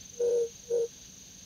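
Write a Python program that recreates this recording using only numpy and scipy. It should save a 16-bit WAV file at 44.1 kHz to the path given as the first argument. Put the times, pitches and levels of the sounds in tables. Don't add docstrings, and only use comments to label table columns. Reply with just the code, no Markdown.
import sys
import numpy as np
from scipy import signal
from scipy.fft import rfft, irfft, next_fast_len
from scipy.io import wavfile
from scipy.ndimage import map_coordinates

SR = 44100
rng = np.random.default_rng(int(sys.argv[2]) if len(sys.argv) > 2 else 0)


def generate_wav(signal):
    frames = np.transpose(np.atleast_2d(signal))
    scaled = np.clip(frames, -1, 1) * 32767
    pcm = np.round(scaled).astype(np.int16)
    wavfile.write(sys.argv[1], SR, pcm)


N = 63945
t = np.arange(N) / SR


# time_s, pitch_hz, level_db
HOOT_CONTOURS = [
    [(.125, 484.8, -68), (.18, 483, -53.5), (.194, 476, -42.5), (.208, 479.8, -27), (.285, 477.7, -26.5),
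     (.33, 482, -26), (.425, 467.8, -27), (.455, 457.5, -34), (.495, 475, -52.5), (.53, 454, -69.5)],
    [(.62, 481.9, -68.5), (.68, 484.4, -58), (.698, 473.7, -44), (.714, 467.1, -27.5), (.745, 479.2, -26.5),
     (.8, 474, -26.5), (.843, 458, -29), (.86, 480, -39), (.882, 452, -62)],
]
# start_s, end_s
FLUTTER_SPANS = [(0.207, .385), (0.711, .795)]
# time_s, level_drop_db, pitch_drop_hz
VOICE_CATCHES = [(0.302, 7, 58.6), (.727, 1.5, 8), (.792, 3.5, 40)]
# multiple, relative_level_db
HARMONICS = [(2, -41.5), (3, -44.5)]
def hoots():
    flutter_hz, swing_hz, swing_db, pitch_lead_rad = 96.5, 11.5, 1.55, 1.34
    rate_jitter, fade_s, smooth_depth, catch_s = .017, .0067, .3, .0034
    for contour, (start_s, end_s) in zip(HOOT_CONTOURS, FLUTTER_SPANS):
        time_s, contour_hz, contour_db = np.transpose(contour)
        flutter = running_phase(flutter_hz * (1 + rate_jitter * wobble(60)))
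        flutter -= np.interp(start_s, t, flutter)
        inside_s = np.minimum(t - start_s, end_s - t)
        depth = smooth_depth + (1 - smooth_depth) * np.clip(inside_s / fade_s + .5, 0, 1)
        pitch_hz = np.interp(t, time_s, contour_hz) + swing_hz * depth * np.cos(flutter + pitch_lead_rad)
        level_db = np.interp(t, time_s, contour_db, left=-120, right=-120)
        level_db += swing_db * depth * np.cos(flutter)
        for when_s, drop_db, drop_hz in VOICE_CATCHES:
            dip = np.exp(-.5 * ((t - when_s) / catch_s) ** 2)
            pitch_hz -= drop_hz * dip
            level_db -= drop_db * dip
        phase = running_phase(pitch_hz)
        tone = np.sin(phase) + sum(amp(db) * np.sin(multiple * phase) for multiple, db in HARMONICS)
        yield np.sqrt(2) * amp(level_db) * tone, rasp(level_db, depth)


# frequency_hz, relative_density_db
RASP_SPECTRUM = [(250, -41), (380, 0.5), (540, 9.5), (650, -12), (760, -10.5), (920, -13), (1050, -24.5),
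                 (1250, -38.5), (1500, -16.5), (1750, -37), (3000, -68.5)]
# frequency_hz, side_over_mid_db
RASP_WIDTH = [(400, -10.5), (600, -17), (750, -7), (1000, -4.5), (1400, -25.5)]
def rasp(voice_db, flutter_depth):
    full_voice_db, offset_db, exponent = -29.5, -15.5, .68
    level_db = full_voice_db + offset_db + exponent * (voice_db - full_voice_db)
    return amp(level_db) * np.sqrt(flutter_depth) * stereo_noise(RASP_SPECTRUM, RASP_WIDTH)


def bird():
    tones, rasps = zip(*hoots())
    voice = signal.hilbert(sum(tones))
    return pan(.9) * phase_pair(voice, left_lead_rad=.2) + pan(3.5) * sum(rasps), voice


# carrier_hz, side (-1 below, +1 above), gain_db
SIDEBANDS = [(10080, -1, -39), (10088, 1, -47)]
def whistle(voice):
    images = sum(amp(gain_db) * voice * np.exp(2j * np.pi * np.sign(side) * carrier_hz * t)
                 for carrier_hz, side, gain_db in SIDEBANDS)
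    flicker_db = 2 * wobble(500)
    return phase_pair(images * amp(flicker_db), left_lead_rad=1.4)


# first_stroke_s, stroke_rate_hz
WING_RHYTHMS = [(.0155, 23.98), (.0275, 26.22), (.009, 24.66)]
# pitch_hz, fall_hz, length_s
WING_TONES = [(6295, 70, 0.017), (6537, 98, 0.017), (5805, 330, 0.022)]
# time_s, first_db, second_db, third_db
TRILL_LEVELS = [(0, -44.5, -73, -56), (.15, -44.5, -60.5, -61.5), (.4, -49, -53.5, -59.5),
                (.65, -49, -52, -57.5), (.95, -50, -54, -58), (1.25, -53, -57, -58.5),
                (1.45, -47, -57, -60)]
def crickets():
    time_s, *levels_db = np.transpose(TRILL_LEVELS)
    return sum(amp(np.interp(t, time_s, level_db)) * stridulation(*rhythm, *tone)
               for rhythm, tone, level_db in zip(WING_RHYTHMS, WING_TONES, levels_db))


def stridulation(first_stroke_s, stroke_rate_hz, pitch_hz, fall_hz, length_s):
    detune_hz, timing_scatter_s, scrape_hz = 12.71, .00087, 52.7
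    stroke = np.round((t - first_stroke_s) * stroke_rate_hz).astype(int)
    detune, lateness = rng.standard_normal((128, 2))[stroke % 128].T
    centre_s = first_stroke_s + stroke / stroke_rate_hz + timing_scatter_s * lateness
    position = np.clip((t - centre_s) / length_s, -.5, .5)
    phase = running_phase(pitch_hz + detune_hz * detune - fall_hz * position + scrape_hz * wobble(500))
    return np.sqrt(2) * np.cos(np.pi * position) * np.sin(phase)


# frequency_hz, relative_density_db
CHORUS_SPECTRUM = [(4800, -46.5), (5450, -20), (5850, -3.5), (6050, -1), (6350, 1), (6580, 0), (6750, -19),
                   (7400, -23), (8000, -58)]
# frequency_hz, side_over_mid_db
BACKGROUND_WIDTH = [(50, -18.5), (200, -14.5), (640, -3.5), (1300, -6), (2000, -46), (3100, -35),
                    (4000, -46), (6500, -47.5), (9500, -18), (12500, -25.5), (13500, -7), (15500, 4)]
def insect_chorus():
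    return amp(-55) * stereo_noise(CHORUS_SPECTRUM, BACKGROUND_WIDTH)


# frequency_hz, relative_density_db
RUMBLE_SPECTRUM = [(20, -29.5), (35, -15.5), (52, -5), (100, -6), (160, -5), (195, -4.5), (225, -13.5),
                   (258, -6.5), (300, -17), (450, -16), (620, -20.5), (900, -26.5), (1300, -27.5),
                   (2000, -59.5)]
def valley():
    hum_hz, waver_hz, waver_db = 186.8, 4.05, 2
    hum = unit_rms(amp(waver_db * wobble(20)) * np.sin(running_phase(hum_hz + waver_hz * wobble(18))))
    rumble = stereo_noise(RUMBLE_SPECTRUM, BACKGROUND_WIDTH)
    return pan(1.5) * (amp(-58.5) * rumble + amp(-63) * hum)


# frequency_hz, relative_density_db
HISS_SPECTRUM = [(300, -20.5), (1200, -24.5), (1550, -8), (2000, -11), (3000, -3), (4000, 0), (4700, -1.5),
                 (5300, -10.5), (6800, -6.5), (7550, -13), (7850, -34.5), (8400, -57)]
# time_s, gain_db
HISS_ENVELOPE = [(0, 0), (.11, .6), (.3, 0.2), (.5, 0.7), (.88, -0.2), (.96, 1.2), (1.04, 2), (1.12, -0.2),
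                 (1.2, 0.35), (1.45, 0.5)]
def hiss():
    swell_db = np.interp(t, *np.transpose(HISS_ENVELOPE)) + .82 * wobble(20)
    return amp(-57.5 + swell_db) * stereo_noise(HISS_SPECTRUM, BACKGROUND_WIDTH)


# frequency_hz, relative_density_db
AIR_SPECTRUM = [(8000, -51), (8800, -31.5), (8950, 2), (10000, 0), (11500, -1), (12600, 5.5), (14000, 5),
                (15600, 2.5)]
# frequency_hz, relative_density_db
ANTIPHASE_SPECTRUM = [(7000, -37), (7500, -10.5), (7750, -4.5), (8300, 2.5), (9000, -10.5), (9700, -16.5),
                      (10500, -16), (11000, -53.5)]
def air():
    treble = stereo_noise(AIR_SPECTRUM, BACKGROUND_WIDTH)
    antiphase = noise(ANTIPHASE_SPECTRUM) * np.array([[1], [-1]])
    return amp(-67) * treble + amp(-69.5) * antiphase


# pitch_hz, level_db
WHINE_TONES = [(5152, -78.5), (5516, -78)]
def whines():
    drift_hz = 5
    return sum(np.sqrt(2) * amp(level_db) * np.sin(running_phase(pitch_hz + drift_hz * wobble(4.2)))
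               for pitch_hz, level_db in WHINE_TONES)


def amp(db):
    return 10 ** (np.asarray(db) / 20)


def unit_rms(x):
    return x / np.sqrt(np.mean(x ** 2) + 1e-20)


def running_phase(hz):
    return 2 * np.pi * np.cumsum(hz) / SR


def wobble(rate_hz):
    return map_coordinates(rng.standard_normal(int(N * rate_hz / SR) + 4), [t * rate_hz])


def filtered(x, response):
    size = next_fast_len(N + 8192)
    return irfft(rfft(x, size) * response(np.fft.rfftfreq(size, 1 / SR)), size)[..., :N]


def shaped(x, curve):
    frequency_hz, gain_db = np.transpose(curve)
    return filtered(x, lambda hz: amp(np.interp(np.log(hz + 1), np.log(frequency_hz + 1), gain_db)))


def noise(spectrum):
    return unit_rms(shaped(rng.standard_normal(N), spectrum))


def stereo_noise(spectrum, width):
    mid, side = noise(spectrum), shaped(noise(spectrum), width)
    return np.array([mid + side, mid - side])


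def pan(left_over_right_db):
    return amp(np.array([[left_over_right_db], [-left_over_right_db]]) / 2)


def phase_pair(complex_tone, left_lead_rad):
    return np.real(complex_tone * np.exp(.5j * np.array([[left_lead_rad], [-left_lead_rad]])))


def scene():
    calls, voice = bird()
    return calls + whistle(voice) + crickets() + insect_chorus() + valley() + hiss() + air() + whines()


def record(dry):
    cutoff_hz = 15700
    return filtered(dry, lambda hz: hz < cutoff_hz)


dry = scene()
out = record(dry)
generate_wav(out)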